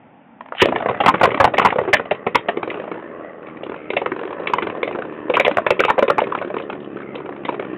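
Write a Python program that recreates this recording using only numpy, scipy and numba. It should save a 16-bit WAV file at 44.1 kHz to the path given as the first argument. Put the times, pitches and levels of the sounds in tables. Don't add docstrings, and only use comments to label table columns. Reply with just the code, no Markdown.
import sys
import numpy as np
from scipy import signal
from scipy.fft import rfft, irfft
from scipy.io import wavfile
from scipy.ndimage import uniform_filter1d
from numba import njit

SR = 44100
rng = np.random.default_rng(int(sys.argv[2]) if len(sys.argv) > 2 else 0)


def master(y):
    cut = np.clip(np.atleast_2d(y).T, -1, 1)
    pcm = np.round(cut * 32767)
    wavfile.write(sys.argv[1], SR, pcm.astype(np.int16))


def volts(x):
    e = np.asarray(x, float) / 20
    return 10 ** e


N = 342657


def level(x, db):
    return x * volts(db) / np.sqrt(np.mean(x ** 2))


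def curve(table):
    s, *columns = np.transpose(table)
    return [np.interp(np.arange(N) / SR, s, column) for column in columns]


def ring(x, hz, width):
    hz_in_range = np.clip(hz, 50, 8000)
    return signal.lfilter(*signal.iirpeak(hz_in_range, max(hz / width, .3), fs=SR), x)


def coloured(points):
    hz, db = np.transpose(points)
    f = np.arange(1, N // 2 + 2) * SR / N
    gain = volts(np.interp(np.log(f), np.log(hz), db))
    return level(irfft(rfft(rng.standard_normal(N)) * gain, N), 0)


def walk(rate):
    k = int(SR / rate)
    held = np.repeat(rng.standard_normal(N // k + 1), k)
    return 1.3 * uniform_filter1d(uniform_filter1d(held, k), k)[:N]


@njit
def svf(x, hz, width):
    y, b, l = np.empty(len(x)), 0., 0.
    for i in range(len(x)):
        g, k = np.tan(np.pi * hz[i] / SR), width / hz[i]
        v = (b + g * (x[i] - l)) / (1 + g * (g + k))
        b, l, y[i] = 2 * v - b, l + 2 * g * v, k * v
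    return y


LAUNCH_S = .61
MEET_S = 2.6

# start in seconds, peak in dB, bowl ring in Hz, metal share in dB, contact length in ms.
SLAMS = [(.619, 4.5, 404, -3, 14), (.657, 2, 613, -4.5, 4.7), (.686, -8, 276, -5.5, 9.3),
         (1.003, -2.2, 700, -4, 14.4), (1.061, 2.5, 670, -3.5, 13), (1.079, 5, 922, -11, 19),
         (1.14, -4, 324, -29, 12.5), (1.212, -1.5, 400, -15, 9.4), (1.232, 4.5, 720, -6, 18),
         (1.254, 1, 1010, -20.5, 9.2), (1.4, 2, 820, -20, 17), (1.442, 5.5, 703, -20, 9.7),
         (1.538, -6, 625, -3, 15), (1.581, 1.5, 730, -0.9, 9.9), (1.649, 3, 904, -11.5, 19.8),
         (1.672, -5, 600, 4, 3.8), (1.785, -1.4, 480, -34.5, 10), (1.877, -11, 382, -18, 27),
         (1.93, 4.5, 613, 6.5, 21.4), (2.11, -3, 493, -3.5, 14.8), (2.266, -2.5, 404, -9, 12.9),
         (2.347, -6, 1096, 3, 9.2), (2.353, 4.5, 953, 0, 9.7), (2.485, -3.5, 705, -0.5, 13)]
# start in seconds, peak in dB, bowl ring in Hz, metal share in dB, contact length in ms.
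CLASHES = [(3.903, -5.5, 450, 1, 7.1), (3.966, -3.1, 567, 1, 11.9), (4.472, -7, 403, 9.5, 7.7),
           (4.535, -1, 1000, -8, 9.5), (4.584, -5.5, 990, -0.5, 7.1), (4.622, -8, 362, -3, 14),
           (4.83, -4, 480, 1.5, 7.1), (5.298, -4.5, 490, -12, 10), (5.338, -6, 555, 0.5, 16.5),
           (5.368, -1.3, 1007, -15, 13), (5.397, 0, 537, 5, 9.5), (5.448, -4.5, 434, 5.5, 11.6),
           (5.48, 2.5, 554, -12.5, 4.7), (5.571, -0.5, 561, -22, 5.1), (5.582, -1, 590, -20.5, 7.6),
           (5.665, -.5, 560, -9.5, 8), (5.793, -3.5, 408, 3, 11), (5.837, -3, 1256, -10, 5.8),
           (5.882, -6.5, 907, -3.5, 24), (5.9, 1.5, 895, -22.5, 11), (5.98, -4, 536, -26, 11.2),
           (6.08, -4, 434, -5, 10.2), (6.1, 2, 556, -20.5, 10.2), (6.181, -0.15, 835, -15.5, 8)]
# start in seconds, peak in dB, bowl ring in Hz, metal share in dB.
SKIPS = [(0.648, -18.5, 1124, -12), (.722, -6.5, 694, -35), (.759, -4.5, 676, -1.5),
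         (.803, -10.5, 720, -12), (.823, -11, 630, -27), (.859, -4.5, 734, -27), (.886, -4.5, 706, -11),
         (.91, -10.5, 720, -17), (.946, -13.5, 720, -26), (1.198, -19.5, 910, 6.5),
         (1.037, -7.5, 372, -11.5), (1.047, -10, 793, -31.5), (1.273, -6, 463, -19), (1.288, -13, 960, -7),
         (1.316, -9.5, 457, -6), (1.344, -6, 327, -1.5), (1.374, -10, 840, -3), (1.476, -5.5, 720, -22),
         (1.595, -1.5, 1110, -12), (1.616, -5.5, 902, -10), (1.625, -7.5, 877, -2.5), (1.703, -7.5, 675, 9),
         (1.724, -4, 793, -14), (1.758, -7.5, 450, -19), (1.812, -8.5, 443, -29), (1.851, -14, 448, -25.5),
         (1.967, -11, 1380, 5), (1.996, -7.5, 475, -24), (2.054, -17, 620, -5), (2.148, -18, 430, -3)]
# start in seconds, peak in dB, bowl ring in Hz, metal share in dB.
REBOUNDS = [(2.702, -15, 1414, 19), (3.934, -9.5, 400, -5.5), (4.016, -8, 535, -20), (4.06, -5, 368, -39),
            (4.118, -8, 368, -30), (4.498, -12, 316, -6), (4.669, -10, 395, -5.5), (4.699, -13, 408, -2.5),
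            (4.876, -8.5, 528, -2.5), (4.926, -20.5, 450, 2), (5.406, -2, 540, 0.5), (5.463, -4.5, 536, 1),
            (5.512, -7.5, 330, -3.5), (5.705, 2, 519, -3), (5.717, -12, 358, -3), (5.849, -3, 490, 2.5),
            (5.99, -.8, 557, -7), (6.025, 1, 586, -9), (6.217, -3, 557, -13), (6.238, -15, 380, 1.5),
            (6.27, -11.5, 365, -12), (6.321, -8.5, 1050, -14), (6.35, -7, 930, -8), (6.566, -9.5, 450, -14),
            (6.699, -13, 560, -8.5), (7.155, -17, 450, -10), (7.291, -15.5, 392, -33),
            (7.45, -14.5, 412, 6), (7.49, -6.5, 544, -8), (7.596, -9.5, 450, -7)]
# start in seconds, peak in
# dB, bowl ring in Hz, metal share in dB.
BOUNCES = [(2.571, -9, 400, -11), (2.63, -9, 430, -9), (2.676, -13, 447, -11), (2.715, -15, 400, -11),
           (2.742, -14, 447, -14), (2.757, -20, 380, -16), (2.773, -18, 466, -14), (2.798, -17, 528, -11),
           (2.819, -24, 455, -16), (2.96, -22, 350, -16), (2.979, -25, 900, -16), (2.997, -24, 950, -16),
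           (3.024, -25, 400, -16), (3.062, -28, 514, -14), (3.115, -29, 400, -16), (3.428, -25, 441, -20),
           (3.633, -16, 439, -11), (3.665, -16, 400, -11), (3.696, -15, 431, -11), (3.719, -16, 433, -11),
           (3.743, -19, 380, -11), (3.762, -18, 441, -11), (4.163, -13, 423, -14), (4.192, -15, 366, -14),
           (4.213, -14, 441, -14), (4.233, -15, 361, -14), (4.252, -15, 431, -14), (4.275, -17, 366, -12),
           (4.435, -21, 400, -11), (4.911, -12, 412, -13), (4.949, -14, 400, -15), (4.957, -14, 450, -15),
           (4.987, -13, 415, -17), (5.021, -14, 428, -17), (5.051, -17, 380, -18), (5.124, -20, 371, -11),
           (5.282, -19, 380, -20), (6.752, -23, 350, -8), (7.325, -21, 330, -11), (7.363, -23, 388, -11)]
# start in seconds, peak in dB, bowl ring in Hz.
TOUCHES = [(2.839, -15.5, 684), (2.877, -16, 636), (2.915, -14, 398), (2.942, -22.5, 318),
           (4.307, -18.5, 390), (4.328, -16.5, 497), (4.397, -18, 486), (4.75, -17, 630),
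           (4.772, -18.5, 484), (6.3, -17.5, 405), (6.377, -12.5, 390), (6.413, -12.5, 560),
           (6.423, -14, 570), (6.447, -13.5, 380), (6.476, -22, 400), (6.501, -13.5, 580),
           (6.541, -10.5, 380), (6.599, -14, 450), (6.727, -18, 340), (7.003, -23, 1240),
           (6.969, -23, 1200), (7.143, -24.5, 330), (7.178, -25, 368), (7.202, -21.5, 415),
           (7.258, -22.5, 396), (7.525, -15, 420), (7.543, -16.5, 472), (7.624, -17.5, 460),
           (7.648, -20.5, 350), (7.737, -23, 390)]
# start in seconds, peak in dB, ring of the struck spot
# in Hz.
GRAZES = [(.751, -22, 2000), (0.783, -23, 2870), (0.972, -25, 1600), (1.179, -22, 2000),
          (1.305, -12.5, 2150), (1.334, -28, 2200), (1.428, -5, 700), (1.498, -37, 1500),
          (3.468, -28, 2120), (3.635, -24, 3200), (5.353, -4.5, 2590), (5.544, -22.5, 2800),
          (6.202, -15, 2860), (6.583, -19.5, 2460), (6.622, -27, 3200), (6.803, -30, 3000),
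          (7.154, -19, 3140), (7.18, -28, 2300), (7.452, -15, 3170), (7.547, -25, 2280), (5.339, -11, 2550),
          (5.398, -9, 1950), (5.408, -10, 2000), (5.449, -11, 2500), (5.667, -9, 2200), (5.838, -10, 2300),
          (4.472, -11, 2400), (4.832, -13, 2250), (3.969, -10, 2500), (2.798, -22, 2000), (5.802, 1, 1400),
          (1.45, 0, 800), (1.155, -12, 1100), (1.57, -16, 1900), (1.835, -17, 900), (1.686, -11, 1300),
          (6.986, -26, 1250), (7.017, -26, 1250), (6.825, -33, 3000), (6.845, -32, 2800), (7.484, -16, 900),
          (6.385, -20, 2300), (3.485, -29, 1100), (3.497, -33, 2100), (3.57, -30, 2050), (.895, -8, 750),
          (1.64, -14, 900), (6.188, -2, 850)]
# start in seconds, peak in dB, metal share in dB.
CLICKS = [
    (0.408, -19, -4),
    (0.459, -26.5, -3),
    (0.486, -29, -3),
    (0.522, -12.5, -44),
    (.55, -20, -1),
    (0.569, -26, -4),
    (0.6, -11, 15.5),
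]
CASE_HZ = 820
CLICK_MS, SKIP_MS, REBOUND_MS, BOUNCE_MS, TOUCH_MS, GRAZE_MS = 6.7, 9.5, 8.57, 7.5, 9.3, 9
TOUCH_METAL_DB, GRAZE_METAL_DB = -11, -7.5


def contacts():
    rows = [(s, db, CASE_HZ, metal_db, CLICK_MS) for s, db, metal_db in CLICKS]
    rows += list(SLAMS) + list(CLASHES)
    rows += [(*row, SKIP_MS) for row in SKIPS]
    rows += [(*row, REBOUND_MS) for row in REBOUNDS]
    rows += [(*row, TOUCH_METAL_DB, TOUCH_MS) for row in TOUCHES]
    rows += [(*row, GRAZE_METAL_DB, GRAZE_MS) for row in GRAZES]
    rows += [(*row, BOUNCE_MS) for row in BOUNCES]
    return rows


# frequency in Hz, width in Hz, level in dB.
BOWL = [(235, 30, -14), (450, 130, 7.5), (720, 610, 1.5), (1000, 150, -4), (1350, 280, -14)]


def plate_ring(chatter, s, hz, scatter):
    plate = ring(ring(chatter, hz, 0.29 * hz), hz, 0.93 * hz)
    if s > LAUNCH_S:
        dull = ring(chatter, 800, 1900)
        for (f, width, db), c in zip(BOWL, scatter):
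            plate = plate + volts(-13) * volts(db + 6.7 * c) * ring(dull, f, width)
    return level(plate, 0)


PUSH_DB = (-10, -16)


def bowl_push(chatter, s):
    if s <= LAUNCH_S:
        return 0
    return level(ring(ring(chatter, 210, 390), 280, 600), PUSH_DB[int(s > MEET_S)])


# frequency in Hz, width in Hz, level in dB.
RIM = [(1813, 260, 24), (2106, 400, 15), (2600, 450, 10), (2980, 250, 10), (3470, 200, -20)]


def rim_ring(chatter, s, metal_db, scatter):
    lift = (1.187 if s > MEET_S else 1) * (1 + .04 * scatter[7])
    metal = 0
    for (f, width, db), c in zip(RIM, scatter[8:]):
        metal = metal + volts(db + 3.0 * c) * ring(chatter, f * lift, width)
    return level(ring(metal, 2200, 3500), metal_db - 3.0)


def blows():
    rows, places = contacts(), 5
    out, t = np.zeros((places, N + 2048)), np.arange(2048) / SR
    for n, (s, db, hz, metal_db, ms) in enumerate(rows):
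        noise, scatter = rng.standard_normal(2048), rng.standard_normal(16)
        u = t / (max(ms - 2.5, 1) / 1000)
        chatter = noise * np.minimum(t / 0.0014, 1) / (1 + u ** 4.88)
        blow = plate_ring(chatter, s, hz, scatter) + bowl_push(chatter, s)
        blow = blow + rim_ring(chatter, s, metal_db, scatter)
        peak = np.abs(uniform_filter1d(blow, size=7)).max()
        i = int((s - .0012) * SR)
        out[n % places, i:i + 2048] += volts(db - 1.5) * blow / peak
    return out[:, :N]


def taps(hz, jitter, scatter_db):
    turns = np.cumsum(hz * (1 + jitter * walk(40))) / SR
    force = volts(scatter_db * rng.standard_normal(int(turns[-1]) + 1))[turns.astype(int)]
    phase = turns % 1
    return force * phase / .11 * np.exp(-phase / .11)


# start in seconds, level in dB, bowl resonance under the tip in Hz,
# bright share in dB, higher plate mode in Hz.
ROLL = [(.62, -26, 412, -16, 1150), (1.0, -33.5, 632, -8.5, 1140), (1.64, -31.5, 450, -12, 1100),
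        (2.2, -42, 480, -2.5, 1102), (2.7, -33.5, 419, -11, 1095), (3.0, -37.5, 383, -7.5, 972),
        (3.27, -35.5, 540, -7, 1100), (3.38, -36.5, 514, -14, 1079), (3.48, -43, 343, -1.5, 1060),
        (3.85, -39, 378, -7, 1290), (4.2, -38, 412, -6, 924), (4.45, -32.5, 461, -5.5, 994),
        (5.0, -30.5, 393, -14.5, 1000), (5.27, -36, 384, -6.5, 1000), (6.3, -34.5, 449, -6, 1000),
        (6.85, -34.5, 367, -13.5, 978), (7.0, -34.5, 362, -13, 1238), (7.77, -34, 368, -9.5, 1000)]
# start in seconds, first top in Hz, second top in Hz.
SPIN = [
    (0.6, 85.91, 63.9),
    (3.3, 80, 56.72),
    (7.0, 70.35, 49.5),
    (7.77, 67.5, 47.7),
]
# start in seconds, second top in dB, path roughness in dB.
LEAD = [
    (.6, -8, 6.5),
    (2.7, 0, 6),
    (3.08, 5, 5.5),
    (3.15, -14, 6),
    (4., -8, 6.5),
    (4.9, 0, 6.5),
    (5.1, -14, 6),
    (6.6, -10, 6),
    (6.85, -16, 6),
    (7.77, -14, 6),
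]
# frequency in Hz, density in dB per Hz.
SCRAPE = [(35, -52), (60, -16), (530, -1.5), (753, -18.5), (1850, -17), (4300, -37), (5200, -81),
          (8800, -120)]


def rolling():
    db, hz, upper_db, upper_hz = curve(ROLL)
    fast, slow = curve(SPIN)
    second_db, grit_db = curve(LEAD)
    press = taps(fast, .03, 1.3) + volts(second_db) * taps(slow, .04, 2.5)
    press = press / np.hypot(1, volts(second_db))
    grit = (.17 + press) * rng.standard_normal(N)
    knock = level(press - press.mean(), 0) + volts(grit_db) * level(grit, 0)
    hz = hz * (1 + 0.033 * walk(11))
    thud = level(svf(svf(knock, hz, 240.0), hz, 380.0), 0)
    thud += level(svf(svf(grit, .68 * hz, 200.), .68 * hz, 300.), -12)
    upper = level(svf(svf(grit, upper_hz, 220.), upper_hz, 360.0), 0) * volts(1.9 * walk(9))
    high_hz = 1.75 * upper_hz
    upper += level(svf(svf(grit, high_hz, 200.0), high_hz, 500.0), -3.5) * volts(2.5 * walk(9))
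    upper += level(ring(ring(grit, 2300, 660), 2600, 900), -8.5) * volts(3.5 * walk(13))
    scrape = coloured(SCRAPE) * (0.08 + press) * volts(0.73 * walk(16))
    bright = signal.lfilter(*signal.butter(1, 3000, fs=SR), upper + level(scrape, 4.8))
    start = np.clip((np.arange(N) / SR - ROLL[0][0]) / 0.0053, 0, 1)
    return start * volts(db) * (thud + volts(upper_db) * bright)


# start in seconds, level in dB.
RIP = [
    (0.53, -60.5),
    (0.616, -8),
    (0.66, -37.5),
]


def ripcord():
    before, after = (RIP[0][0] - .012, -90), (RIP[-1][0] + .012, -90)
    db, = curve([before] + list(RIP) + [after])
    teeth = rng.standard_normal(N) ** 3
    case = ring(ring(teeth, 3100, 900), 2500, 1500) + volts(-7.5) * ring(teeth, 1900, 600)
    return volts(db) * level(case, 0)


# frequency in Hz, 60 dB decay time in seconds.
ROOM = [(100, .3), (400, 0.14), (1000, 0.074), (3000, 0.15)]
ROOM_DB, SLAP_S, SLAP_DB = -14, 0.01, -18.5


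def room(places):
    t = np.arange(SR // 2) / SR
    hz, t60 = np.transpose(ROOM)
    tail = 0
    for f in 110 * 2 ** np.arange(0, 5.6, .5):
        band = ring(rng.standard_normal((len(places), len(t))), f, f / 2.5)
        tail = tail + band * volts(-60 * t / np.interp(np.log(f), np.log(hz), t60))
    tail = tail * np.clip(t / 0.0042, 0, 1)
    tail = volts(ROOM_DB) * tail / np.sqrt(np.sum(tail ** 2, axis=1, keepdims=True))
    for k, one in enumerate(tail):
        one[int(SLAP_S * (1 + .13 * k) * SR)] += volts(SLAP_DB)
    echoes = signal.fftconvolve(places, tail, axes=1)[:, :N]
    return (places + echoes).sum(axis=0)


# frequency in Hz, density in dB per Hz.
AIR = [(18, -77.5), (30, -28.5), (186, -2), (222, 4), (414, -11), (886, -3.5), (999, -13.5), (2610, -20),
       (3600, -26), (4680, -68), (7920, -120)]
AIR_DB = -49


def room_air():
    return coloured(AIR) * volts(AIR_DB + 2 * walk(6.6))


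def scene():
    places = np.vstack([blows(), rolling() + ripcord()])
    return (room(places) + room_air())[None, :]


def band_limit(x):
    return signal.sosfilt(signal.butter(12, 16490, fs=SR, output="sos"), x)


def record(dry):
    top_hz, dull_hz, bottom_hz, ceiling = 4950, 2720, 80, .71
    x = signal.sosfilt(signal.cheby2(10, 60, top_hz, fs=SR, output="sos"), dry)
    x = signal.sosfilt(signal.butter(4, dull_hz, fs=SR, output="sos"), x)
    x = signal.sosfilt(signal.butter(2, bottom_hz, "high", fs=SR, output="sos"), x)
    mix = np.clip(x, -ceiling, ceiling)
    return band_limit(mix)


dry = scene()
out = record(dry)
master(out)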